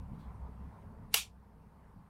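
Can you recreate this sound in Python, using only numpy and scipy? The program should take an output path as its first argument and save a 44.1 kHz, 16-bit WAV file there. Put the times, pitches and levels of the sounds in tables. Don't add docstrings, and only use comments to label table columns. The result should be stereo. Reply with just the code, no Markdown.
import sys
import numpy as np
from scipy import signal
from scipy.fft import rfft, irfft, next_fast_len
from scipy.io import wavfile
from scipy.ndimage import uniform_filter1d, map_coordinates

SR = 44100
rng = np.random.default_rng(int(sys.argv[2]) if len(sys.argv) > 2 else 0)


def natural_amplitude(level_db):
    exponent = np.asarray(level_db, float) / 20
    return 10 ** exponent


def dump_mix(stems):
    frames = np.atleast_2d(stems).T
    limited = np.clip(frames, -1, 1)
    pcm = np.round(limited * 32767).astype(np.int16)
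    wavfile.write(sys.argv[1], SR, pcm)


N = 92345
TIME = np.arange(N) / SR

# (time [s], peak level [dB], left-right balance [dB], brightness [dB per octave])
CONTACTS = [
    (1.1401, -24, -5, -2),
    (1.14155, -6, -2, -2.5),
    (1.1433, -12, 4, 3),
    (1.1443, -10.5, -2, -.5),
    (1.146, -15, 0, -.3),
    (1.1478, -17, 1.2, -.3),
]
# (time [s], tyre roar level [dB], body rumble level [dB])
CAR = [(0, -62, -48), (.33, -61.5, -54.5), (.69, -62, -53), (.82, -61.5, -55), (.9, -64, -51.5),
       (.99, -65, -59), (1.07, -66, -53.5), (1.23, -68, -59.5), (1.6, -69, -61), (1.88, -66, -60.5),
       (1.97, -68, -58.5), (2.09, -67, -60)]
# (frequency [Hz], correlation [-1..1])
ALIKE = [(60, 0.97), (180, 0.92), (550, 0.54), (1650, -0.33), (4970, 0.21), (15000, 0.47)]


def unit(x):
    return x / np.sqrt(np.mean(x ** 2) + 1e-20)


def along(points, hz):
    f, v = np.transpose(points)
    return np.interp(np.log(hz + 1), np.log(f + 1), v)


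def curve(rows):
    s, *columns = np.transpose(rows)
    return [np.interp(TIME, s, column) for column in columns]


def wobble(rate):
    knots = rng.standard_normal(int(N * rate / SR) + 4)
    return map_coordinates(knots, [np.arange(N) * rate / SR])


def filtered(x, response):
    m = next_fast_len(N + 8192)
    return irfft(rfft(x, m) * response(np.fft.rfftfreq(m, 1 / SR)), m)[..., :N]


def shaped(points, lifts=()):
    def gain(hz):
        bumps = sum(db / (1 + (2 * (hz - centre) / width) ** 2) for centre, width, db in lifts)
        inside = (hz > points[0][0] / 2) * (hz < points[-1][0] * 2)
        return natural_amplitude(along(points, hz) + bumps) * inside
    return gain


def rush(gain, alike, patchy_db):
    z = signal.stft(rng.standard_normal((2, N)), nperseg=512)[2]
    field = uniform_filter1d(rng.standard_normal(z.shape[1:]), size=5, axis=0)
    field = uniform_filter1d(field, size=10, axis=1)
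    pair = signal.istft(z * natural_amplitude(patchy_db * unit(field)), nperseg=512)[1][:, :N]

    def mid_side_gain(hz):
        turn = np.arccos(np.clip(along(alike, hz), -1, 1)) / 2
        return gain(hz) * [np.cos(turn), np.sin(turn)]

    mid, side = filtered(pair, mid_side_gain)
    return unit(np.array([mid + side, mid - side]))


def microphone_hiss():
    # (frequency [Hz], level [dB per Hz])
    hiss_colour = [(2400, -7), (4500, -0.5), (6500, -9), (8000, -8.5), (8860, -1.5), (10000, -5),
                   (11600, -3.5), (15800, -10)]
    hiss_db, follows = -82, 0.36
    street_db = curve(CAR)[0]
    level_db = hiss_db + follows * (street_db - street_db.mean())
    return natural_amplitude(level_db) * rush(shaped(hiss_colour), ALIKE, patchy_db=1.58)


def opening_tick():
    start_db, t60_s, corner_hz = -50, .004, 2630
    noise = filtered(rng.standard_normal(N), lambda hz: 2 / (1 + hz / corner_hz))
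    return natural_amplitude(start_db - 60 * TIME / t60_s) * noise


def traffic():
    # (time [s], level [dB])
    drone_level = [(0.0, -49.5), (0.04, -48), (0.07, -50.5), (0.21, -70), (0.28, -45), (0.37, -63),
                   (0.42, -47), (0.71, -51.5), (0.74, -73), (0.96, -52), (1.01, -70.5), (1.22, -55.5),
                   (1.28, -60.5), (1.61, -63), (1.96, -64.5), (2.09, -74.5)]
    # (frequency [Hz], level [dB per Hz])
    tyre_colour = [(250, -19), (370, -8), (420, -2), (600, -6), (1000, 0), (1300, -7.5), (2000, -16),
                   (4500, -39.5)]
    # (frequency [Hz], level [dB per Hz])
    rumble_colour = [(20, -11), (33, 2.5), (48, -8.5), (100, -2), (125, -5.5), (180, -0.5), (260, -10),
                     (500, -38.5)]
    # (frequency [Hz], width [Hz], lift [dB])
    hollow = [(100, 14, 6.5), (159, 4.7, 6), (203, 14, 2.5), (440, 17, 2), (887, 60, 2.5)]
    rumble_gain_db, roar_gain_db = 1.5, 3.5
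    drone_hz, wander_hz = 62.2, 4
    roar_db, rumble_db = curve(CAR)
    tyres = natural_amplitude(roar_db + roar_gain_db + 1.2 * wobble(5.3))
    tyres = tyres * rush(shaped(tyre_colour, hollow), ALIKE, patchy_db=2.0)
    rumble = natural_amplitude(rumble_db + rumble_gain_db + wobble(7))
    rumble = rumble * rush(shaped(rumble_colour, hollow), ALIKE, patchy_db=2.5)
    pitch_hz = drone_hz + wander_hz * wobble(9)
    drone = unit(np.sin(2 * np.pi * np.cumsum(pitch_hz) / SR))
    drone = natural_amplitude(curve(drone_level)[0] + 2.3 * wobble(14)) * drone
    return (tyres + rumble + drone) * natural_amplitude([[-.3], [.3]])


def sleeve():
    # (time of peak [s], rise [s], level [dB])
    strokes = [
        (.15, 0.032, -77.5),
        (0.204, 0.021, -70.5),
        (.25, 0.022, -87),
    ]
    # (frequency [Hz], level [dB per Hz])
    cloth = [(1500, -21), (2500, -12), (3300, 6.5), (4800, -4), (6000, -11.5), (15000, -12)]
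    t60_s = 0.29
    shape = 0
    for s, rise, db in strokes:
        decay = natural_amplitude(db - 60 * np.maximum(TIME - s, 0) / t60_s)
        shape = shape + decay * np.clip((TIME - s) / rise + 1, 0, 1)
    return shape * rush(shaped(cloth), [(3000, 0.15)], patchy_db=2)


def garage():
    # (frequency [Hz], t60 [s])
    room_t60 = [(400, 0.16), (1000, .17), (2500, .27), (6000, .26), (12000, .22), (15000, .17)]
    # (frequency [Hz], level [dB per Hz])
    walls = [(180, -62), (300, -32.5), (439, -24), (493, -33), (896, -14.5), (1990, -16.5), (2470, -3.5),
             (11500, -13.5), (15800, -20.5)]
    tail_db, start_s, rise_s, hold_s = -28.5, 1.1445, 0.001, 0.027
    bend_db = 903
    noise = rush(shaped(walls), [(500, .5), (3000, 0)], patchy_db=1.6)
    hz, t, z = signal.stft(noise, SR, nperseg=256)
    late = np.maximum(t - start_s - hold_s, 0)
    decay_db = -60 * late / along(room_t60, hz)[:, None] - bend_db * late ** 2
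    tail = signal.istft(z * natural_amplitude(decay_db), SR, nperseg=256)[1][:, :N]
    since = np.maximum(TIME - start_s, 0)
    return natural_amplitude(tail_db) * tail * (1 - np.exp(-since / rise_s))


def swell_before_snap():
    # (frequency [Hz], level [dB per Hz])
    swell_colour = [(1000, -13.5), (2500, 2), (6000, -7), (9700, -4), (12000, -16), (15800, -24.5)]
    peak_s, peak_db, slope_db_per_s = 1.139, -44.5, 1250
    level_db = peak_db - slope_db_per_s * np.abs(peak_s - TIME)
    return natural_amplitude(level_db) * rush(shaped(swell_colour), [(3000, 0.13)], patchy_db=-0.5)


def box():
    # (frequency [Hz], level [dB], t60 [s])
    box_modes = [(447.5, -37, .06), (702.3, -39, 0.085), (809.3, -33.5, .07), (1105, -41, 0.013)]
    rise_s = .002
    t = np.maximum(TIME - CONTACTS[1][0], 0)
    skew = np.array([[.5], [-.5]])
    hum = 0
    for hz, db, t60 in box_modes:
        hum = hum + natural_amplitude(db - 60 * t / t60) * np.sin(2 * np.pi * hz * t + skew * hz / 700)
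    return hum * (1 - np.exp(-t / rise_s))


def switch():
    # (frequency [Hz], level [dB], t60 [s])
    plate = [(1400, -17, 0.023), (1950, -14, 0.0096), (2395, -12, 0.016), (2750, -2, .012), (3500, -5, .01),
             (3945, -5, 0.0083), (4720, -0.5, 0.0083), (5740, -6.5, 0.0098), (7700, -10, 0.013),
             (9640, -7, 0.0053), (11164, -7.5, 0.007), (12115, -2.5, .008), (14300, -16.5, 0.005)]
    crack_db, crack_t60, scatter_db = 1.5, 0.0054, 3.5
    plate_low_hz = 420
    out, t = np.zeros((2, N)), np.arange(SR // 20) / SR
    hz, level_db, t60 = np.transpose(plate)[:, :, None]
    soft = 1 - np.exp(-t / .0001)
    for s, db, pan_db, tilt_db in CONTACTS:
        level_chance, phase_chance = rng.standard_normal((2, 2, len(plate), 1))
        tilt = tilt_db * np.log2(np.maximum(hz / 3000, 1))
        mode_db = level_db + tilt + scatter_db * level_chance - 60 * t / t60
        ring = natural_amplitude(mode_db) * np.sin(2 * np.pi * hz * t + 1.3 * phase_chance)
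        crack = natural_amplitude(crack_db + 2 * tilt_db - 60 * t / crack_t60) * rng.standard_normal((2, len(t)))
        side_db = db - 8 + np.array([[.5], [-.5]]) * pan_db
        out[:, round(s * SR):][:, :len(t)] += natural_amplitude(side_db) * soft * (ring.sum(axis=1) + crack)
    return signal.sosfilt(signal.butter(3, plate_low_hz, 'high', fs=SR, output='sos'), out)


def scene():
    return switch() + box() + swell_before_snap() + garage() + traffic() + sleeve()


def roll_off(x):
    return signal.sosfilt(signal.butter(12, 16040, fs=SR, output="sos"), x)


def record(dry):
    top_hz, edge_hz = 15900, 140

    def band_limit(hz):
        return .5 - .5 * np.tanh((hz - top_hz) / edge_hz)

    mix = filtered(dry + microphone_hiss(), band_limit) + opening_tick()
    return roll_off(mix)


dry = scene()
out = record(dry)
dump_mix(out)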